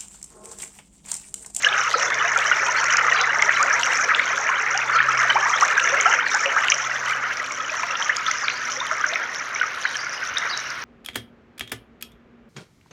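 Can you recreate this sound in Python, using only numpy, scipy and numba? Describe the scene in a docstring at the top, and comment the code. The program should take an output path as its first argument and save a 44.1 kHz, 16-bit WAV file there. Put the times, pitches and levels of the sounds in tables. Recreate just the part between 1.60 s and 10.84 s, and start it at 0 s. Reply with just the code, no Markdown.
"""Thin fountain jets fall into a pool a few metres away, outdoors at night, with a humming pump and a far wash.
From the start, drops tick on the surface, and trapped bubbles ring and rise in pitch in a full babble.
Small birds chirp faintly between the courtyard walls, each stroke a quick sweep with its echo.
After about five seconds the babble thins out, and a dip in the treble slides lower.
Near the end comes one dull, soft thud, made of low noise in a short swell."""
import sys
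import numpy as np
from scipy import signal
from scipy.fft import rfft, irfft
from scipy.io import wavfile
from scipy.ndimage import uniform_filter1d
from numba import njit

SR = 44100
rng = np.random.default_rng(int(sys.argv[2]) if len(sys.argv) > 2 else 0)


def transcribe(signal):
    """Save signal, clipped to [-1, 1], as a 16-bit WAV file at the path in sys.argv[1]."""
    frames = np.atleast_2d(signal).T
    limited = np.clip(frames, -1, 1)
    pcm = np.round(limited * 32767).astype(np.int16)
    wavfile.write(sys.argv[1], SR, pcm)


N = 407484
T = np.arange(N) / SR  # time axis [s]

# Colour of the far fountains and the town: freq_hz [Hz], relative_level_db [dB per Hz]
WASH_COLOUR = [(20, -51), (50, -20), (160, -18.5), (330, -15), (620, -12.5), (850, -15.5), (1400, 0),
               (2200, -8), (3500, -17.5), (4500, -18.5), (6000, -18.5), (8500, -47), (12500, -40),
               (15500, -48)]
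# Pump hum over time, before its trim and waver: time_s [s], relative_level_db [dB]
PUMP_LEVEL = [(0.0, -59), (1.46, -52), (3.05, -58.5), (3.2, -52), (3.6, -48), (4.05, -57.5), (4.35, -54),
              (4.73, -62.5), (5.56, -54), (5.81, -60.5), (7.41, -59), (7.49, -65.5), (8.47, -58),
              (8.52, -68.5), (9.24, -60)]
# Octave of the pump hum over time: time_s [s], level_db [dB]
PUMP_OCTAVE_LEVEL = [(0, -60), (.62, -68), (2.49, -54.5), (3.14, -70), (3.57, -54), (3.8, -61),
                     (4.9, -56.5), (5.4, -67), (5.9, -54), (6.3, -64.5), (7.1, -55), (7.6, -64),
                     (9.24, -62)]
# Strokes of the bird chirps, before voice and mix trims:
# start_s [s], length_s [s], first_hz [Hz], middle_hz [Hz], last_hz [Hz], relative_peak_db [dB]
CHIRP_STROKES = [(0.32, 0.029, 3670, 4870, 5130, -33), (0.341, 0.03, 4320, 4150, 3800, -32),
                 (1.15, 0.058, 3800, 4540, 3970, -41), (1.532, .023, 3560, 4850, 4950, -31),
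                 (1.555, 0.02, 4350, 3980, 4000, -32), (1.594, 0.035, 4200, 3550, 3850, -36),
                 (1.945, 0.028, 3780, 4030, 4480, -40), (2.61, 0.043, 4750, 4140, 3780, -42),
                 (3.326, 0.041, 4620, 4500, 3460, -34.5), (4.655, 0.027, 4700, 4260, 3650, -33),
                 (6.675, 0.013, 3620, 4900, 6500, -31), (6.766, .035, 4880, 5260, 5300, -40),
                 (6.837, 0.014, 5500, 4750, 4100, -35), (6.892, 0.029, 3680, 3950, 4300, -37),
                 (6.95, .026, 4200, 4580, 4840, -33), (8.231, 0.025, 4950, 4240, 3600, -34),
                 (8.26, 0.038, 3680, 4000, 4700, -36), (8.324, 0.021, 3720, 3920, 4350, -40),
                 (8.384, 0.04, 4520, 4800, 5150, -37), (8.51, 0.061, 4670, 5170, 4830, -35),
                 (8.89, 0.035, 4020, 4730, 4200, -36), (8.918, 0.034, 4200, 3760, 4240, -35),
                 (8.95, .033, 4550, 4550, 3570, -50)]
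# Strength of the jets' bubbles over time: time_s [s], relative_level_db [dB]
BABBLE_LEVEL = [(0, -21.5), (1.3, -21.5), (1.55, -19), (2.03, -19.5), (2.5, -21.5), (3.1, -22.5),
                (3.4, -21.5), (4.35, -20.5), (4.95, -22.5), (5.3, -25.5), (5.95, -29.5), (6.55, -27.5),
                (7.05, -31.5), (7.58, -25), (7.74, -31.5), (8.7, -32), (8.85, -26.5), (9.1, -36)]
# Colour of the jets' bubbles: freq_hz [Hz], relative_level_db [dB per Hz]
BUBBLE_COLOUR = [(160, -27), (280, -21), (318, -25.5), (546, -13), (862, -13.5), (1310, -2), (2120, -5),
                 (2620, -16.5), (2980, -13), (3350, -19.5), (4600, -30), (5980, -54), (10100, -120)]
# Colour of the finest bubbles: freq_hz [Hz], relative_level_db [dB per Hz]
FIZZ_COLOUR = [(3800, -10.5), (4700, -11), (5300, -1.5), (5800, 4.5), (6500, -0.5), (7400, -12.5),
               (8600, -25.5)]
# Colour of the drop impacts: freq_hz [Hz], relative_level_db [dB per Hz]
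SPRAY_COLOUR = [(1500, -48), (3000, 4), (4500, -2.5), (5750, -14), (6600, -1), (7500, -3.5), (8500, -8.5),
                (10300, -13.5), (11500, -25.5), (13200, -27), (15500, -63)]
# Strength of spray and fizz over time: time_s [s], relative_level_db [dB]
SPRAY_LEVEL_CURVE = [(0, -38), (1.4, -39.5), (1.9, -40), (2.36, -34), (2.6, -41.5), (3.1, -40.5),
                     (3.7, -39), (4.2, -36.5), (4.6, -40), (5.1, -35), (5.4, -42.5), (5.9, -42), (6.2, -41),
                     (7.55, -39.5), (7.9, -43.5), (8.6, -41), (9.24, -45.5)]
# Moments when spray and fizz thin out: middle_s [s], length_s [s], depth_db [dB]
SPRAY_LULLS = [(0.52, 0.025, 18), (1.4, 0.033, 17), (2.516, 0.034, 15), (3.4, 0.056, 17),
               (4.628, 0.045, 26), (4.892, 0.031, 6), (8.718, 0.033, 26)]
# Drops that smack the surface without trapping a bubble: start_s [s], centre_hz [Hz], peak_db [dB]
SMACK_DROPS = [(.544, 5830, -14.5), (.775, 6300, -10), (.917, 1830, -8), (1.242, 5900, -11.5),
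               (1.325, 5650, -11.5), (1.369, 5800, -6.5), (1.613, 5620, -7), (1.73, 1870, -11),
               (1.822, 6160, -7), (1.909, 2000, -12), (2.028, 5970, -8), (2.231, 2750, -14),
               (2.547, 3240, -5.5), (3.176, 5620, -8), (4.274, 2050, -7), (4.411, 6400, -5),
               (4.747, 6100, -7), (4.858, 2560, -8), (5.083, 2570, -5.5), (5.101, 5700, -1.5),
               (5.119, 2600, -2), (5.771, 5500, -16), (5.921, 6240, -16), (6.004, 2950, -21),
               (6.232, 1980, -14.5), (6.354, 3020, -13.5), (6.567, 5900, -8.5), (6.665, 3170, -14),
               (6.713, 5850, -9), (6.882, 3470, -13.5), (6.899, 2480, -14), (7.309, 1550, -12),
               (7.535, 3400, -15), (7.557, 2210, -8.5), (7.998, 3100, -19), (8.029, 1960, -12.5),
               (8.369, 5900, -13.5), (8.625, 1670, -17), (8.783, 6220, -7), (8.974, 5650, -9.5),
               (9.103, 5700, -15)]
# Loud bubbles; the rise is reached after one length:
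# start_s [s], pitch_hz [Hz], rise_oct [octaves], length_s [s], peak_db [dB]
LOUD_BUBBLES = [ (.046, 2810, 0.18, 0.0069, -6), (.065, 1654, 0.056, 0.012, -7),
                (.087, 3400, 0.2, 0.0054, -15), (.126, 2450, 0.23, .006, -20),
                (.34, 1295, 0.067, 0.012, -9), (.356, 488, 0, 0.022, -23), (.645, 670, 0.11, 0.034, -25),
                (.76, 1380, 0, 0.015, -9.5), (.914, 1390, 0.19, 0.01, -5), (1.086, 950, 0.21, 0.015, -16.5),
                (1.482, 1250, 0.12, .01, -12), (1.522, 1860, 0, 0.0095, -7), (1.823, 2110, 0, 0.0072, -6),
                (1.892, 1805, 0.17, 0.0066, -6.5), (1.995, 1062, 0.61, 0.048, -12.5),
                (2.046, 610, 0.94, 0.026, -25.5), (2.127, 1230, 0.29, 0.024, -15.5),
                (2.232, 2600, .2, 0.0038, -10), (2.595, 2040, 0.21, 0.0058, -7),
                (2.89, 1027, 0.16, 0.017, -14.5), (3.147, 767, 0.14, 0.033, -24.5),
                (3.361, 1310, 0.17, 0.027, -10.5), (3.403, 1750, 0.06, 0.0067, -5),
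                (3.485, 1310, 0, 0.013, -9.5), (3.7, 3005, 0.036, 0.01, -11),
                (3.755, 770, 0.98, 0.03, -12.5), (3.857, 896, 0.96, 0.033, -16.5),
                (4.023, 1046, 0.7, 0.022, -7), (4.179, 1590, 0.093, 0.011, -6.5),
                (4.196, 2430, 0.42, 0.0051, -13), (4.323, 532, 0.21, 0.035, -23),
                (4.4, 2180, 0.018, .007, -10.5), (4.456, 1324, 0.055, 0.017, -6.5),
                (4.457, 682, 0.59, 0.049, -19.5), (4.526, 1690, 0.058, 0.0049, -9.5),
                (4.535, 1474, 0.45, .016, -11.5), (4.546, 2010, 0.29, 0.0066, -18),
                (4.741, 767, 0.61, 0.037, -22.5), (4.856, 553, 0, 0.03, -22),
                (4.962, 1138, 0.98, 0.03, -12), (5.522, 1480, .08, 0.0049, -12),
                (5.798, 1950, 0, 0.0061, -16), (5.908, 2150, 0.091, .007, -21),
                (5.998, 1280, 0, 0.015, -19), (6.095, 2420, 0.098, 0.0072, -18.5),
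                (6.115, 610, 0.089, .025, -31), (6.141, 1000, 0.87, .012, -21.5),
                (6.232, 950, 0.29, 0.011, -19), (6.237, 690, 0.026, .025, -31.5),
                (6.309, 2710, 0.032, 0.0069, -19), (6.397, 900, 0.08, .028, -30),
                (6.424, 3160, 0, 0.004, -14.5), (6.494, 1620, 0.51, 0.014, -9.5),
                (6.677, 1300, 0, 0.024, -16), (6.71, 1960, 0.2, .008, -16), (6.832, 1020, 0.95, 0.025, -24),
                (6.882, 2250, 0.17, 0.0034, -9), (7.17, 513, .1, 0.032, -33), (7.202, 3590, .05, .007, -19),
                (7.209, 957, 0.37, 0.027, -23), (7.313, 1094, 0.74, 0.024, -21),
                (7.315, 629, 0.089, 0.032, -29.5), (7.402, 1180, 0.26, 0.025, -22),
                (7.44, 1480, 0.2, 0.01, -9.5), (7.524, 670, 0.0076, 0.019, -27),
                (7.959, 2180, .1, 0.0073, -16.5), (8.013, 1490, 0, 0.0091, -9),
                (8.036, 1250, 0.073, .012, -16.5), (8.252, 1486, 0.46, 0.0077, -9),
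                (8.255, 1685, 0.68, 0.012, -20), (8.343, 3130, 0, .006, -23), (8.355, 1700, 0, 0.01, -19),
                (8.466, 1430, 0, 0.012, -20), (8.77, 3540, 0.19, 0.0075, -13.5)]
# Treble dip that slides down as the microphone is turned: time_s [s], centre_hz [Hz]
SHADE_CENTRE = [(0, 9400), (4.3, 9430), (4.9, 8870), (7.4, 8360), (8.1, 7670), (9.24, 7400)]

PUMP_HZ = 129.4
BUMP_S, BUMP_DB = 8.71, -53  # a soft knock of the hand on the microphone: start, level before its swell
BUNCH_S = .014  # mean delay of a bubble within its bunch
# at this bubble level the gurgle has this level; it fades faster [dB per dB]
NEAR_DB, GURGLE_DB, GURGLE_SLOPE = -21, -35.5, 1.19
SMACK_CYCLES, SMACK_WIDTH = 7.5, .24  # cycles to decay to 1/e, octaves to either side
SLAP_DB, SLAP_SHARE, SLAP_TOP_HZ = -14, 0.91, 4500  # level under its bubble, decay per bubble length, top
TOP_HZ = 15400


def undb(db):
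    """Decibels to gain."""
    return 10 ** (np.asarray(db) / 20)


def unit(x):
    """Scale to rms 1."""
    return x / np.sqrt(np.mean(x ** 2))


def curves(table):
    """Each column of a table, joined by straight lines in time."""
    time_s, *columns = np.transpose(table)
    return [np.interp(T, time_s, column) for column in columns]


def add(out, start_s, sound):
    """Mix a short sound in at its start time."""
    i = int(np.clip(start_s * SR, 0, N - 1))
    out[i:i + len(sound)] += sound[:N - i]


def walk(rate):
    """Slow chance: smoothed random levels at this rate per second, spread 1."""
    knots = rng.standard_normal(4096)
    path = np.interp(T * rate, np.arange(len(knots)), knots)
    return unit(uniform_filter1d(path, int(SR / rate / 2)))


def colour(x, points, size=2048):
    """Causal minimum-phase filter that follows (Hz, dB) points and falls 20 dB per octave beyond them."""
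    hz, db = np.transpose(points)
    octave = np.log2(np.maximum(np.fft.rfftfreq(size, 1 / SR), 10))
    outside = np.abs(octave - np.clip(octave, np.log2(hz[0]), np.log2(hz[-1])))
    level_db = np.interp(octave, np.log2(hz), db) - 20 * outside
    # folding the cepstrum forward in time makes the filter causal
    cepstrum = irfft(np.log(undb(level_db)))
    cepstrum[1:size // 2] *= 2
    cepstrum[size // 2 + 1:] = 0
    return signal.oaconvolve(x, irfft(np.exp(rfft(cepstrum))))[:N]


def wash():
    """Far fountains blur into a rush of noise, its treble flickering at random."""
    noise = unit(colour(rng.standard_normal(N), WASH_COLOUR))
    rush = undb(-34.5 + 0.53 * walk(1.5)) * noise
    treble = signal.sosfiltfilt(signal.butter(3, 3200, "high", fs=SR, output="sos"), rush)
    flicker = undb(3.5 * np.tanh(walk(16)) - 1)
    return rush - treble + treble * flicker


def pump():
    """A hum that wavers in pitch and level, with its octave and a weak motor line."""
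    hum_db, = curves(PUMP_LEVEL)
    octave_db, = curves(PUMP_OCTAVE_LEVEL)
    phase = 2 * np.pi * np.cumsum(PUMP_HZ * (1 + 0.00086 * walk(3.03))) / SR
    octave = undb(octave_db) * np.sin(2 * phase)
    motor = undb(-71.0 + 4.0 * walk(3.0)) * np.sin(2 * np.pi * 213.5 * T)
    hum = undb(hum_db + 0.6 + 1.2 * walk(4.9)) * np.sin(phase)
    return np.sqrt(2) * (hum + octave + motor)  # root two makes the levels rms


def bump():
    """A dull, short thud: low noise that swells and dies within moments."""
    age = np.maximum(T - BUMP_S, 0) / 0.012  # peaks 12 ms after the start
    thud = signal.sosfilt(signal.butter(3, [40, 95], "band", fs=SR, output="sos"), rng.standard_normal(N))
    return undb(BUMP_DB) * unit(thud) * age * np.exp(1 - age)


def birds(waver, broken_db):
    """Each chirp is a few quick strokes that sweep in pitch, with a wavering pitch and a broken level."""
    out = np.zeros(N)
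    # the two halves of the syrinx sing at different pitches
    for ratio, voice_db in ((1, 4.5), (1.14, -4)):
        voice = np.zeros(N)
        drift = waver * walk(140)
        strokes = undb(voice_db + broken_db * walk(80))
        for start_s, length_s, *hz, db in CHIRP_STROKES:
            t = T[:int(length_s * SR)]
            sweep = np.polyval(np.polyfit([0, .5, 1], hz, 2), t / length_s)
            pitch = ratio * sweep * (1 + np.interp(start_s + t, T, drift))
            tone = np.sin(2 * np.pi * np.cumsum(pitch) / SR)
            add(voice, start_s, undb(db) * signal.windows.tukey(len(t), .5) * tone)
        out += voice * strokes
    return out


def courtyard(x, t60, gap_s):
    """Scattered reflections from the surrounding walls: sparse random echoes that die away after a gap."""
    t = T[:SR]
    hits = rng.standard_normal(SR) * (rng.random(SR) < .02)
    tail = hits * undb(-60 * t / t60) * (t > gap_s)
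    return signal.oaconvolve(x, tail / np.linalg.norm(tail))[:N]


@njit
def ring(start, hz, rise, length, peak, swell, fade):
    """Bubbles swell, ring and die; a rising one climbs ever faster as it nears the surface."""
    out = np.zeros(N)
    for k in range(len(start)):
        first, n, phase = int(start[k] * SR), length[k] * SR, 0.
        for i in range(max(0, min(int(1.6 * n), N - first))):
            u = i / n  # age in bubble lengths
            climb = 1 + (2 ** rise[k] - 1) * u * (1 + u) / 2
            phase += 2 * np.pi * hz[k] * climb / SR
            shape = np.sin(np.pi / 2 * u / swell) if u < swell else np.exp(-fade * (u - swell) ** 3)
            out[first + i] += peak[k] * shape * np.sin(phase)
    return out


def sizes(chance, spread_db, limit):
    """Gains for many small drops and few large ones, up to the largest that a jet sheds."""
    return undb(-spread_db * np.log(chance + np.exp(-abs(limit))))


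def bubbles(tone, count, order, lo_hz, hi_hz, cycles, rise, spread_db, limit):
    """A random swarm of bubbles, `order` of them to each bunch; higher ones tend to be briefer."""
    when, lag, pitch, life, glide, size = rng.random((count, 6)).T
    bunch_s = np.repeat(when[::order], order)[:count] * N / SR
    start = bunch_s - BUNCH_S * np.log(1 - lag)
    hz = lo_hz * (hi_hz / lo_hz) ** pitch
    length = cycles * 2 ** (2 * life - 1) / hz  # from half to twice the given cycles
    peak = hz * sizes(size, spread_db, limit)
    swarm = ring(start, hz, rise * glide, length, peak, swell=.04, fade=1.93)
    return unit(colour(swarm, tone))


def impacts(count, spread_db, limit, splat_s, clump_db):
    """Drops strike the surface in clumps; each is a sharp tick with a short splat of noise."""
    when, size = rng.random((count, 2)).T
    energy = np.bincount((when * N).astype(int), sizes(size, spread_db, limit) ** 2, N)
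    decay = np.exp(-2 / (splat_s * SR))
    envelope = np.sqrt(signal.lfilter([1], [1, -decay], energy + 1e-12))
    splats = envelope * rng.standard_normal(N) * undb(clump_db * walk(30))
    return unit(colour(splats, SPRAY_COLOUR))


def jets():
    """The near jets break into drops: gurgles, rising bloops, babble, ringing glides, pings, fizz and spray."""
    babble_db, = curves(BABBLE_LEVEL)
    spray_db, = curves(SPRAY_LEVEL_CURVE)
    for middle_s, length_s, depth_db in SPRAY_LULLS:
        spray_db = spray_db - depth_db * np.exp(-np.square(2 * (T - middle_s) / length_s) ** 2)
    gurgle_db = GURGLE_DB + GURGLE_SLOPE * (babble_db - NEAR_DB)

    gurgle = bubbles(BUBBLE_COLOUR, count=2200, order=2, lo_hz=340, hi_hz=950,
                     cycles=11.5, rise=.18, spread_db=3, limit=2.7)
    bloops = bubbles(BUBBLE_COLOUR, count=170, order=1, lo_hz=749, hi_hz=1846,
                     cycles=22.1, rise=0.48, spread_db=6.5, limit=1.6)
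    babble = bubbles(BUBBLE_COLOUR, count=7000, order=4, lo_hz=900, hi_hz=2700,
                     cycles=10, rise=.28, spread_db=3.4, limit=4.2)
    glides = bubbles(BUBBLE_COLOUR, count=1100, order=3, lo_hz=1150, hi_hz=2700,
                     cycles=24, rise=.55, spread_db=3.2, limit=2.8)
    pings = bubbles(BUBBLE_COLOUR, count=500, order=2, lo_hz=2280, hi_hz=3900,
                    cycles=16, rise=.08, spread_db=3, limit=3.8)
    fizz = bubbles(FIZZ_COLOUR, count=4800, order=5, lo_hz=5000, hi_hz=8000,
                   cycles=9, rise=.05, spread_db=3.4, limit=4)
    ticks = bubbles(FIZZ_COLOUR, count=300, order=2, lo_hz=5190, hi_hz=7200,
                    cycles=5, rise=.05, spread_db=4.5, limit=2.4)
    spray = impacts(count=1900, spread_db=6.5, limit=3.4, splat_s=.0011, clump_db=3.2)

    # the jets wobble, so their drops land in bunches
    surge = undb(1.04 * walk(28))
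    flurry = undb(4.8 * np.tanh(walk(30)))
    sputter = undb(3.5 * np.tanh(walk(11)))
    middle = undb(-2.47) * babble + undb(-6.5) * glides + undb(-12.0) * bloops + undb(-13.5) * pings
    treble = flurry * (undb(2.5) * fizz + undb(-1.5) * ticks) + undb(-3) * sputter * spray
    return gurgle * undb(gurgle_db) + surge * undb(babble_db) * middle + undb(spray_db) * treble


def smacks(drops):
    """A drop hits flat: a burst of noise, higher and briefer the smaller the drop."""
    out, t = np.zeros(N), T[:SR // 25]
    noises = rng.standard_normal((len(drops), len(t)))
    for (start_s, hz, db), noise in zip(drops, noises):
        edges = [hz / 2 ** SMACK_WIDTH, hz * 2 ** SMACK_WIDTH]
        band = signal.butter(3, edges, "band", fs=SR, output="sos")
        burst = signal.sosfilt(band, noise * np.exp(-t * hz / SMACK_CYCLES))
        add(out, start_s, undb(db) * burst / np.abs(burst).max())
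    return out


def plinks(drops):
    """Big drops slap the water and trap one loud bubble each, with its own pitch, rise and length."""
    start, hz, rise, length, db = np.array(drops, float).T.copy()
    slaps, t = np.zeros(N), T[:SR // 25]
    noises = rng.standard_normal((len(start), len(t)))
    for start_s, pitch, life, gain, noise in zip(start, hz, length, undb(db), noises):
        # the slap is as deep as the cavity that it opens, and as brief
        band = signal.butter(4, [.7 * pitch, 1.55 * pitch], "band", fs=SR, output="sos")
        slap = unit(signal.sosfilt(band, noise))
        add(slaps, start_s, gain * slap * np.exp(-t / (SLAP_SHARE * life)))
    slaps = signal.sosfilt(signal.butter(4, SLAP_TOP_HZ, fs=SR, output="sos"), slaps)
    rings = ring(start, hz, rise, length, undb(db), swell=0.14, fade=2.8)
    return rings + undb(SLAP_DB) * slaps


def scene():
    """Near water, far birds and the steady background, with echoes off the courtyard walls."""
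    water = jets() + plinks(LOUD_BUBBLES) + smacks(SMACK_DROPS)
    chirps = birds(waver=.03, broken_db=3.5)
    # the birds are far off, so their echo is strong
    chirps = chirps + undb(-1) * courtyard(chirps, t60=.3, gap_s=.006)
    echoes = undb(-12) * courtyard(water, t60=0.4, gap_s=0.011)
    return (water + echoes + undb(-2) * chirps + wash() + pump() + bump())[None]


@njit
def notch(x, hz, width, depth):
    """State-variable dip with a moving centre and a width in Hz."""
    y, band, low = np.empty(len(x)), 0., 0.
    for i in range(len(x)):
        g, k = np.tan(np.pi * hz[i] / SR), width / hz[i]
        v = (band + g * (x[i] - low)) / (1 + g * (g + k))
        band, low = 2 * v - band, low + 2 * g * v
        y[i] = x[i] - depth * k * v
    return y


def record(dry):
    """The microphone shades part of the treble and cuts the top."""
    shaded = notch(dry[0], curves(SHADE_CENTRE)[0], 4700.0, 0.88)
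    top_cut = signal.ellip(8, .2, 80, TOP_HZ, fs=SR, output="sos")
    return signal.sosfilt(top_cut, shaded)[None]


dry = scene()
out = record(dry)
transcribe(out)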